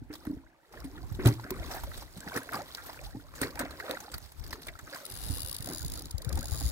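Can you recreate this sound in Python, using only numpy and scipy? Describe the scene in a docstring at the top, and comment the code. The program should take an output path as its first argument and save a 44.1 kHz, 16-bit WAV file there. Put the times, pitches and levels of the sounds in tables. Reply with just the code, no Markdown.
"""Waves slap, gurgle and splash on a small boat: bubble sines and coloured noise, at two ports a few cm apart.
The hull thumps, hums and once knocks hard: blows and wash ring its modes.
Wind buffets each port on its own: gusty low noise and single eddies.
At the end a fishing reel's ratchet clicks, noise gated tooth by tooth, and line hisses off the spool.
Far ripples make a steady hush of noise."""
import sys
import numpy as np
from scipy import signal
from scipy.fft import rfft, irfft
from scipy.io import wavfile
from scipy.ndimage import uniform_filter1d

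SR = 44100
rng = np.random.default_rng(int(sys.argv[2]) if len(sys.argv) > 2 else 0)


def store_wav(level_fs):
    """Save 16-bit WAV to argv[1]."""
    pcm = np.round(np.clip(np.atleast_2d(level_fs), -1, 1) * 32767)
    wavfile.write(sys.argv[1], SR, pcm.T.astype(np.int16))


N = 295911
T = np.arange(N) / SR

# Spectrum of the small-bubble gurgle. Each row: frequency in Hz, relative density in dB.
GURGLE_SPECTRUM = [(210, -24), (350, 2), (421, -10), (541, -6.5), (960, -6.5), (1460, -3), (1960, -3.5),
                   (2680, -11), (3200, -22.5), (4160, -49), (7040, -120)]
# Spectrum of spray, also of running line. Each row: frequency in Hz, relative density in dB.
SPRAY_SPECTRUM = [(1530, -3), (2600, -10), (3080, -9), (3980, -5), (7050, -11.5), (8620, -10.5),
                  (10100, -9.5), (14800, -9), (15800, -12), (16500, -54)]


def undb(db):
    """Gain of a level in dB."""
    return 10 ** (np.asarray(db) / 20)


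def unit(x):
    """Scale to rms 1."""
    return x / np.sqrt(np.mean(x ** 2))


def curves(table):
    """Interpolate a table's columns over time; its first column is seconds."""
    s, *columns = np.transpose(table)
    return [np.interp(T, s, c) for c in columns]


def colour(x, spectrum):
    """Filter along the last axis by (Hz, dB) points."""
    hz, db = np.transpose(spectrum)
    f = np.arange(x.shape[-1] // 2 + 1) * SR / x.shape[-1]
    gain = undb(np.interp(np.log(f + 1), np.log(hz), db))
    return irfft(rfft(x) * gain, x.shape[-1])


def walk(rate_hz):
    """Random levels held 1 / rate_hz s, slewed, rms near 1."""
    hold = int(SR / rate_hz)
    steps = np.repeat(rng.standard_normal(N // hold + 1), hold)
    return unit(uniform_filter1d(steps, hold))[:N]


def pair(size, alike):
    """Noise for two ports; alike is their correlation."""
    a = np.clip(alike, 0, 1)
    return np.sqrt(a) * rng.standard_normal(size) + np.sqrt(1 - a) * rng.standard_normal((2, size))


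def pan(left_minus_right_db):
    """Left and right gains for a level difference."""
    return undb(np.array([left_minus_right_db, -left_minus_right_db]) / 2).reshape(2, -1)


def add(out, s, x):
    """Mix a short sound into out at s seconds."""
    i = max(int(s * SR), 0)
    out[..., i:i + x.shape[-1]] += x[..., :N - i]


def fall(t60_s, rise_s):
    """Time axis and an envelope that rises quickly and dies away."""
    t = np.arange(int(np.clip(t60_s, .004, .6) * SR)) / SR
    attack = 1 - np.exp(-t / max(rise_s, 1e-4))
    return t, attack * 1000 ** (-t / max(t60_s, .004))


def bump(hz, octaves, db):
    """A spectrum raised around one frequency."""
    return [(hz / 2 ** octaves, 0), (hz, db), (hz * 2 ** octaves, 0)]


def burst(spectrum, peak, alike, t60_s, rise_s):
    """Coloured noise that starts quickly and dies away."""
    size = 8192
    t, env = fall(min(t60_s, size / SR), rise_s)
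    noise = colour(colour(pair(size, alike), spectrum), peak)
    return env * unit(noise)[:, :len(t)]


def swells(events, rise_share):
    """Gains of events rising and fading straight in dB, one row per level column; powers add.

    The last column, s to fade 20 dB, counts as at least 0.01; the rise takes rise_share of it."""
    power = 0
    for s, *dbs, fade_s in events:
        fade_s = max(fade_s, .01)
        drop_db = 20 * np.maximum((T - s) / fade_s, (s - T) / (fade_s * max(rise_share, .05)))
        power = power + undb(np.array(dbs)[:, None] - drop_db) ** 2
    return np.sqrt(power)


def bubble(hz, cycles, glide, onset_cycles):
    """A dying sine that rises as the bubble nears the surface; glide is the share risen in the cycles."""
    t, env = fall(cycles / hz * 3, onset_cycles / hz)
    phase = 2 * np.pi * hz * (t + glide * t ** 2 * hz / cycles / 2)
    return env / env.max() * np.sin(phase)


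def water():
    """Lapping and waves set gurgle, spray and hull hum; slaps, splashes and gulps ride on top."""
    # Lapping between waves. Each row: time in seconds, gurgle in dB, spray in dB.
    lap_table = [(0.0, -68.5, -75), (0.2, -66, -69), (0.48, -65.5, -80), (0.68, -77, -76), (0.75, -57, -61),
                 (1.4, -58, -57), (1.65, -46, -51.5), (2.1, -64, -58.5), (2.45, -67, -59.5),
                 (2.7, -59.5, -53), (3.25, -62, -61.5), (3.52, -56.5, -60), (3.72, -49, -56),
                 (4.25, -65.5, -59), (4.8, -65.5, -61.5), (5.1, -60, -50.5), (6.2, -62, -65),
                 (6.7, -57.5, -50)]
    # Waves at the hull. Each row: crest in seconds, gurgle, spray and hull hum in dB, 20 dB fade in seconds.
    wave_table = [(0.14, -56, -52, -56, 0.08), (0.27, -58.5, -56.5, -50, 0.17),
                  (0.76, -52.5, -59, -78, 0.2), (0.97, -53.5, -69, -51, 0.12),
                  (1.15, -54.5, -47, -52, -0.4), (1.27, -32, -33, -27, 0.0741),
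                  (1.49, -49.5, -70, -50, .25), (1.75, -47.5, -43.5, -59, 0.2), (1.96, -73, -49, -76, 0.3),
                  (2.26, -49, -52, -53, 0.17), (2.36, -39.5, -44.5, -48.5, 0.15),
                  (2.56, -40.5, -47, -44, 0.15), (2.62, -41, -43, -43, 0.01), (2.9, -50, -49, -62, 0.3),
                  (3.16, -53, -59, -57, 0), (3.43, -37.5, -39.5, -39, 0.0919),
                  (3.61, -37.5, -50, -44, 0.1328), (3.9, -41, -43.5, -72, 0.1844),
                  (4.14, -59.5, -54.5, -77, 0.3), (4.54, -51, -55, -50.5, 0.23),
                  (4.68, -50.5, -56, -68, 0.06), (4.95, -48.5, -51.5, -58, 0.28),
                  (5.34, -61, -51, -62, 0.4), (5.69, -44.5, -53, -42.5, .15), (5.94, -55.5, -50, -51, 0.27),
                  (6.33, -48.5, -56, -53, 0.35)]
    hum_minus_gurgle_db = -2  # while lapping
    port_lag_samples = 6  # the left port hears the water later
    gurgle_db, spray_db = curves(lap_table)
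    lapping = undb([gurgle_db, spray_db, gurgle_db + hum_minus_gurgle_db])
    wash, fizzing, hum = np.hypot(lapping, swells(wave_table, 0.68))
    out = (gurgle() * wash + spray() * fizzing * undb(1.92 * walk(40))) * pan(-1.1)
    out += hull(hum)
    slaps(out)
    splashes(out)
    gulps(out)
    return np.array([np.roll(out[0], port_lag_samples), out[1]])


def slaps(out):
    """Each wave slap is churned noise plus the ringing of a trapped air pocket."""
    # Each row: start in seconds, level in dB, air pocket pitch in Hz, churn t60 in seconds.
    slap_table = [(0.104, -36, 422, 0.073), (0.253, -38.5, 790, 0.041), (0.269, -33.5, 1500, 0.026),
                  (0.737, -37, 770, 0.05), (1.192, -26, 408, 0.12), (1.253, -20, 410, 0.067),
                  (1.279, -30, 1300, 0.088), (1.396, -32.5, 880, 0.024), (1.44, -31, 1360, 0.037),
                  (1.464, -36, 1460, 0.052), (1.704, -29, 720, 0.11), (1.743, -31, 726, 0.12),
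                  (1.764, -28.5, 780, 0.086), (1.836, -30, 890, 0.036), (1.916, -33, 1310, 0.028),
                  (2.022, -35.5, 844, 0.058), (2.275, -27, 1660, 0.044), (2.358, -19, 1490, 0.043),
                  (2.373, -20, 1740, 0.041), (2.491, -26, 1730, 0.023), (2.526, -22.5, 1260, 0.092),
                  (2.544, -17, 1136, 0.018), (2.59, -35, 700, 0.063), (2.777, -32.5, 1440, 0.15),
                  (2.894, -34, 880, 0.077), (2.973, -34, 1410, 0.025), (2.991, -30.5, 2330, 0.015),
                  (3.338, -33, 1170, 0.029), (3.415, -25, 413, 0.079), (3.432, -17.5, 1770, 0.034),
                  (3.446, -28.5, 410, 0.15), (3.557, -33, 800, 0.023), (3.592, -24.5, 1500, 0.1),
                  (3.606, -25.5, 565, 0.066), (3.63, -32, 1500, 0.07), (3.654, -31, 666, 0.052),
                  (3.8, -21.5, 1680, 0.041), (3.842, -34.5, 513, 0.18), (3.881, -27.5, 1320, 0.039),
                  (3.895, -26, 528, 0.14), (3.97, -26.5, 1400, 0.025), (4.081, -34, 820, 0.023),
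                  (4.136, -31, 1510, 0.08), (4.53, -23.5, 1780, 0.022), (4.684, -26, 2240, 0.047),
                  (4.753, -36.5, 1290, 0.035), (4.79, -33, 1450, 0.052), (4.874, -35, 1510, 0.053),
                  (4.934, -31, 1670, 0.058), (4.958, -28, 1540, 0.022), (5.672, -31.5, 567, 0.03),
                  (6.303, -29.5, 546, 0.02), (6.373, -31.5, 820, 0.064), (6.519, -34, 784, 0.059),
                  (6.541, -34.5, 1160, 0.061), (6.608, -34.5, 770, 0.064)]
    for s, db, hz, t60_s in slap_table:
        churn = burst(GURGLE_SPECTRUM, bump(hz, 0.76, 13.6), 0.63, t60_s, 0.038 * t60_s)
        pocket = bubble(hz, 8.3, 0.022, 0.14)
        add(out, s, 0.5 * undb(db) * churn * pan(-0.48))
        add(out, s, 0.45 * undb(db) * pocket * pan(-1.7))


def splashes(out):
    """Splashes and droplets: short noise bursts brightest at one frequency."""
    # Each row: time in seconds, level in dB, brightest frequency in Hz, t60 in seconds.
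    splash_table = [(0.137, -38, 4930, 0.039), (0.153, -39, 3600, 0.042), (0.252, -41, 13890, 0.016),
                    (0.268, -44, 9400, 0.018), (0.725, -47, 5420, 0.025), (0.803, -41, 5260, 0.02),
                    (0.842, -43, 9100, 0.063), (1.124, -43, 13000, 0.025), (1.258, -22, 3700, 0.028),
                    (1.271, -23, 10580, 0.038), (1.506, -24, 15200, 0.02), (1.66, -41, 3600, 0.049),
                    (1.711, -35.5, 5530, 0.075), (1.743, -40, 13790, 0.099), (1.835, -35.5, 13300, 0.054),
                    (1.933, -43, 3800, 0.12), (1.976, -37, 8300, 0.038), (2.173, -41.5, 8510, 0.045),
                    (2.285, -39, 5080, 0.03), (2.34, -37, 4800, 0.048), (2.363, -27, 5750, 0.03),
                    (2.373, -31.5, 9500, 0.064), (2.433, -37.5, 10560, 0.017), (2.521, -36.5, 13900, 0.022),
                    (2.534, -31, 10490, 0.024), (2.542, -35, 4870, 0.052), (2.555, -30, 5000, 0.022),
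                    (2.682, -43, 12500, 0.022), (2.86, -39, 12880, 0.081), (2.93, -41, 14330, 0.037),
                    (3.035, -45, 4830, 0.1), (3.351, -42, 7000, 0.12), (3.415, -22, 8500, 0.03),
                    (3.427, -30, 4170, 0.069), (3.482, -47, 4540, 0.017), (3.506, -41, 4700, 0.036),
                    (3.556, -35.5, 5010, 0.018), (3.592, -26, 8300, 0.046), (3.61, -36, 3800, 0.056),
                    (3.707, -39.5, 4100, 0.05), (3.796, -41.5, 4430, 0.053), (3.893, -39.5, 3800, 0.046),
                    (3.911, -22, 3900, 0.014), (4.003, -35.5, 6540, 0.04), (4.117, -38.5, 7850, 0.051),
                    (4.141, -29, 4560, 0.037), (4.26, -47, 5200, 0.03), (4.32, -43, 11000, 0.032),
                    (4.396, -45, 5500, 0.03), (4.438, -42.5, 4960, 0.064), (4.465, -41, 5000, 0.02),
                    (4.479, -42, 13400, 0.025), (4.507, -37.5, 5130, 0.042), (4.527, -32.5, 4600, 0.062),
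                    (4.62, -39, 11270, 0.024), (4.669, -33.5, 10250, 0.029), (4.684, -35.5, 3510, 0.032),
                    (4.79, -40.5, 7000, 0.038), (4.903, -44, 10390, 0.032), (4.946, -33, 4900, 0.03),
                    (4.959, -40, 7800, 0.045), (5.014, -47, 3810, 0.049)]
    for s, db, hz, t60_s in splash_table:
        fizz = burst(SPRAY_SPECTRUM, bump(hz, 0.33, 10.6), 0.2, t60_s, 0.04 * t60_s)
        add(out, s - .001, 1.12 * undb(db) * fizz * pan(-0.8))


def gulps(out):
    """Large rising bubbles: upward sine sweeps."""
    # Each row: start in seconds, start pitch in Hz, end pitch in Hz, length in seconds, level in dB.
    gulp_table = [(2.575, 500, 1070, 0.0504, -37.5), (3.055, 690, 940, 0.033, -46.5),
                  (3.133, 690, 990, 0.046, -49.5)]
    for s, start_hz, end_hz, length_s, db in gulp_table:
        hz = np.geomspace(start_hz, end_hz, int(length_s * SR))
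        sweep = np.sin(2 * np.pi * np.cumsum(hz) / SR)
        add(out, s, undb(db) * np.hanning(len(hz)) * sweep)


def gurgle():
    """Many small bubbles ring at random over churning noise; rms 1."""
    grains = np.zeros((2, N))
    for place, pitch, size, side, long in rng.random((2800, 5)):
        grain = bubble(400 * 2 ** (2.7 * pitch), 3.86 + 14.8 * long ** 2, 0.15, 1.95)
        add(grains, place * N / SR, grain * undb(16.4 * size ** 3) * pan(12.0 * (side - .5)))
    return unit(colour(unit(grains) + 1.09 * pair(N, 0.43), GURGLE_SPECTRUM))


def spray():
    """Noise, briefly ringing droplets and bands of fizzing drops; rms 1."""
    out = 1.07 * pair(N, 0.077)
    for place, pitch, size, side in rng.random((900, 4)):
        droplet = 2.05 * bubble(3000 * 2 ** (1.5 * pitch), 7.4, 0.086, 0.65)
        add(out, place * N / SR, droplet * undb(10.0 * size ** 3) * pan(9.7 * (side - .5)))
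    drops_per_s, power_decay_s = 150, 0.0015
    for hz in (4500, 7500, 12500):  # drops of each size fizz in their own band
        drops = (rng.random(N) < drops_per_s / SR) * undb(3.65 * rng.exponential(size=N))
        power = signal.lfilter([1], [1, -np.exp(-1 / (power_decay_s * SR))], drops ** 2)
        out += .5 * unit(colour(np.sqrt(power) * pair(N, 0.21), bump(hz, 0.79, 11.0)))
    return unit(colour(out, SPRAY_SPECTRUM))


def ring(push, modes):
    """Play a force through decaying resonances, rows of (Hz, dB, t60 s)."""
    out = 0
    for hz, db, t60_s in modes:
        pole = np.exp(2j * np.pi * hz / SR - np.log(1000) / (t60_s * SR))
        out = out + undb(db) * signal.lfilter([1], [1, -pole], push).imag
    return out


def hull(hum):
    """Blows ring the modes near the struck panel; the wash keeps the hull humming."""
    # Blows. Each row: time in seconds, level in dB, struck panel pitch in Hz,
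    # lowest modes relative to level in dB, contact in seconds.
    thump_table = [(0.017, -32, 219, -32, 0.0087), (.1, -38, 295, -35, 0.0067),
                   (.27, -31, 293.5, -21, 0.014), (.297, -32, 280, -25, 0.013), (.33, -39, 282, -32, .012),
                   (.365, -39.5, 279, -28, 0.0091), (.843, -39, 270, -27, 0.012),
                   (1.189, -27, 379, -20, .012), (1.257, -22, 300, 13, 0.00454),
                   (1.448, -39.5, 301, -26, 0.011), (1.507, -27, 360, -32, .012),
                   (2.166, -30.5, 211, -24, 0.018), (2.265, -31, 215, -34, .013),
                   (2.363, -29.5, 256, -14.5, 0.02), (2.539, -37, 269, -24, 0.01985),
                   (3.148, -37, 290, -2.5, 0.022), (3.416, -29.5, 272, -6, 0.025),
                   (3.6, -37, 272, -35, .012), (3.897, -39, 305, -31, 0.023), (5.301, -40.5, 290, 2, .014),
                   (6.386, -39, 245, -24, 0.02), (6.611, -41, 266, -14, .011)]
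    # Panel modes. Each row: frequency in Hz, gain in dB, t60 in seconds.
    panel_modes = [(165, -1, 0.15), (197.5, -4.5, 0.073), (241, -1, 0.12), (270.5, 3, 0.15),
                   (298.9, 4, 0.17), (327.5, -7, 0.63), (369, 4.5, 0.07)]
    # Whole-hull modes, the close pair beats. Each row: frequency in Hz, gain in dB, t60 in seconds.
    lowest_modes = [(86.5, -20, 0.32), (113.8, -6.5, 0.31), (119.8, -4.5, 0.28)]
    out = unit(ring(rng.standard_normal(N) * undb(3.45 * walk(40)), panel_modes)) * hum
    soft = np.hanning(int(0.0025 * SR))
    soft = soft / soft.sum()
    chances = rng.random((len(thump_table), 8))
    for (s, db, hz, low_db, contact_s), chance in zip(thump_table, chances):
        push = np.zeros(SR // 2)
        push[0] = 1
        # the water keeps jolting the panel while the contact lasts
        jolts = (chance[:4] * contact_s * SR).astype(int) + 1
        push[jolts] = 2.17 * (chance[4:] - .5)
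        # modes weaken by 78.5 dB per octave away from the struck panel
        near = [(f, g - 78.5 * abs(np.log2(f / hz)), t60_s) for f, g, t60_s in panel_modes]
        low = [(f, g + low_db, t60_s) for f, g, t60_s in lowest_modes]
        add(out, s, undb(db) * ring(signal.lfilter(soft, [1], push), near))
        # the whole hull follows the first blow only
        first = np.r_[soft, np.zeros(SR // 2)]
        fade_in = np.clip(T[:len(first)] / 0.0054, 0, 1)
        add(out, s - 0.001, undb(db) * ring(first, low) * fade_in)
    # the panel's far end reaches the two ports late and in opposite phase
    far_end = 0.1 * np.roll(out, 40) * np.array([[1], [-1]])
    return (out + far_end) * pan(-1.4)


def wind():
    """Eddies rolling over each port: low noise in sharp-edged gusts, unrelated left and right."""
    # Eddy spectrum. Each row: frequency in Hz, relative density in dB.
    eddy_spectrum = [(12, -30), (25, -6), (45, -1), (65, -1), (100, -8.5), (160, -14.5), (210, -27),
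                     (300, -24.5), (600, -40.5), (900, -36), (1500, -100)]
    # Steady breeze. Each row: time in seconds, level in dB.
    breeze_table = [(0.0, -49), (0.3, -59), (0.45, -73), (0.65, -84), (0.8, -45), (1.5, -56), (2.0, -55),
                    (2.35, -60), (2.9, -53), (3.7, -50.5), (4.0, -58), (4.6, -66), (5.03, -74), (5.2, -43),
                    (5.7, -49.5), (6.2, -44), (6.7, -71)]
    # Gusts. Each row: peak time in seconds, left in dB, right in dB, 20 dB fade in seconds.
    gust_table = [(0.35, -48, -50, 0.15), (0.8, -33, -44, -0.3), (1.04, -58, -36, 0.35),
                  (1.16, -31.5, -39, 0.23), (1.6, -34, -34.5, .18), (1.82, -41.5, -39.5, 0.45),
                  (2.2, -58, -50, -0.3), (3.05, -40, -40, 0.16), (3.43, -46, -49, 0.2),
                  (3.81, -46, -37, -0.1), (4.15, -36.5, -33.5, 0.05), (4.23, -62, -45.5, 0.23),
                  (4.42, -34.5, -46, 0.18), (4.53, -33, -28, -0.08), (4.69, -35, -45, 0.08),
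                  (4.84, -42, -42, 0.06), (5.12, -53, -41, 0.07), (5.27, -38, -33, .1),
                  (5.31, -55, -35, 0.22), (5.43, -60, -37.5, 0.2), (5.61, -53, -38.5, 0.07),
                  (5.85, -34, -35.5, .25), (6.16, -38.5, -66, 0.3), (6.28, -29, -48, 0.1),
                  (6.36, -28.5, -30.5, 0.12), (6.54, -33.5, -48, 0.32), (6.64, -33.5, -35, 0.4),
                  (6.7, -37, -43, .1)]
    # Single strong eddies. Each row: start in seconds, peak in dB before panning, pitch in Hz,
    # left minus right in dB.
    pop_table = [(1.115, -32, 84, -20), (1.143, -38, 65, 16), (1.602, -35, 71.4, 15),
                 (5.298, -31.5, 80, -22), (5.44, -40.5, 73.5, -21), (5.6, -42.5, 93, -23),
                 (5.806, -37, 66, -13), (5.84, -39, 62, 14), (6.141, -34.5, 68, 26), (6.268, -32, 93, 20.5),
                 (6.351, -36.5, 69.4, -17), (6.371, -41, 70, 22), (6.519, -31, 61.6, 23),
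                 (6.637, -32.5, 65, -18), (6.654, -27.5, 62.6, 18)]
    flurry = np.array([undb(1.94 * walk(30) + 2.2 * walk(70)) for _ in range(2)])
    rumble = unit(colour(flurry * rng.standard_normal((2, N)), eddy_spectrum))
    out = rumble * np.hypot(undb(curves(breeze_table)), swells(gust_table, 0.57))
    for s, peak_db, hz, side_db in pop_table:
        t, env = fall(3.2 / hz, 0.015)
        # the pressure swing starts fast and slows as the eddy passes
        swing = env * np.sin(2 * np.pi * hz * (t + 0.0022 * (1 - np.exp(-t / 0.0092))))
        add(out, s, swing / abs(swing).max() * undb(peak_db) * pan(side_db))
    return out


def tooth_times():
    """Times in s of the ratchet teeth, and the spool speed in teeth per s."""
    # Single teeth while the spool is nearly held. Each entry: time in seconds.
    held_teeth = [5.055, 5.066, 6.021, 6.059, 6.113, 6.184, 6.221, 6.251, 6.294, 6.33]
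    # Two free runs of the spool. Each row of a run: time in seconds, count of teeth passed.
    spool_runs = [
        [(5.102, 0), (5.125, 2), (5.142, 3), (5.189, 7), (5.258, 14), (5.374, 27), (5.407, 30), (5.462, 34),
         (5.498, 37), (5.547, 40), (5.647, 45), (5.677, 47), (5.833, 60), (5.882, 63), (5.996, 69)],
        [(6.357, 0), (6.43, 4), (6.501, 9), (6.576, 17), (6.7, 31)],
    ]
    times, speed = list(held_teeth), 0
    for run in spool_runs:
        s, teeth = np.transpose(run)
        times += list(np.interp(np.arange(teeth[-1] + 1), teeth, s))
        speed = speed + np.gradient(np.interp(T, s, teeth)) * SR
    return times, speed


def reel():
    """The pawl chatters over each tooth for a few ms and rings the reel's small parts; line hisses."""
    # Small parts. Each row: frequency in Hz, width in Hz, gain facing the reel in dB, turned away in dB.
    part_table = [(2830, 27, 1, -27), (3850, 235, -2, 5.5), (4880, 340, -1, 8), (6850, 220, -15, 10),
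                  (8870, 470, -6.5, -3), (10120, 93, 3, 9), (10790, 350, 6, 10.5), (13700, 590, -3, -3),
                  (16200, 1200, -18, 4)]
    # Ratchet. Each row: time in seconds, level in dB, left minus right in dB.
    level_table = [(5.05, -36.5, 4), (5.11, -37, 4.5), (5.15, -41, 8), (5.5, -32, 5), (5.6, -35, 5),
                   (5.7, -38.5, 3.5), (6.0, -42.5, 1.5), (6.3, -42, 2), (6.5, -41.5, 1.5), (6.7, -39.5, 2)]
    # The ports swing away from the reel. Two entries: start and end in seconds.
    turn_s = (5.58, 5.85)
    line_db = -53  # at 100 teeth per s
    times, speed = tooth_times()
    gate = np.zeros(N)
    for t0, (late, size, long) in zip(times, rng.standard_normal((len(times), 3))):
        snap = np.hanning(int(0.009 * (1 + 0.26 * np.tanh(long)) * SR))
        snap = snap * np.exp(-1.5 * np.linspace(-1, 1, num=len(snap)))  # sharper at the front
        add(gate, t0 - len(snap) / SR / 2 + 0.00093 * late, snap * undb(1.3 * size))
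        add(gate, t0, .2 * fall(.025, .001)[1])  # the parts buzz on briefly
    chatter = gate * pair(N, 0.24) * undb(1.73 * walk(1500))

    f = np.geomspace(1500, SR / 2, num=300)
    low_cut = np.clip(f / 3000, 0, 1) ** 4
    hz, width_hz, *part_dbs = np.transpose(part_table)[:, :, None]
    views = []
    for part_db in part_dbs:
        peaks = np.sum(undb(part_db) / (1 + ((f - hz) / width_hz) ** 2), axis=0)
        gain = low_cut * (undb(-14.0) + peaks)
        views.append(colour(chatter, np.transpose([f, 20 * np.log10(gain)])))
    facing, away = views
    turn = np.interp(T, turn_s, [0, 1])
    rung = unit((1 - turn) * facing + turn * away) * np.std(chatter)

    db, side_db = curves(level_table)
    clicks = np.array([rung[0], -rung[1]]) * undb(db) * pan(side_db)  # opposite phase at the ports
    hiss = unit(colour(pair(N, 0.18), SPRAY_SPECTRUM)) * undb(line_db)
    return clicks + hiss * uniform_filter1d(speed, size=2000) / 100


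def lake():
    """Countless far ripples blend into a smooth hush."""
    # Each row: frequency in Hz, relative density in dB.
    hush_spectrum = [(180, -39), (300, -14), (689, 1), (946, -1), (1040, -13), (2250, -14.5), (8640, -25),
                     (15000, -29), (16000, -30)]
    return unit(colour(pair(N, 0.27), hush_spectrum)) * undb(-70)


def scene():
    """Everything at the two ports."""
    return water() + wind() + reel() + lake()


def record(dry):
    """The microphone drops the deepest bass; the recorder cuts the top."""
    bass_cut_hz, top_hz = 35.0, 15750
    thin = signal.sosfilt(signal.butter(2, bass_cut_hz, "high", fs=SR, output="sos"), dry)
    return signal.sosfilt(signal.ellip(10, .2, 80, top_hz, fs=SR, output="sos"), thin)


dry = scene()
out = record(dry)
store_wav(out)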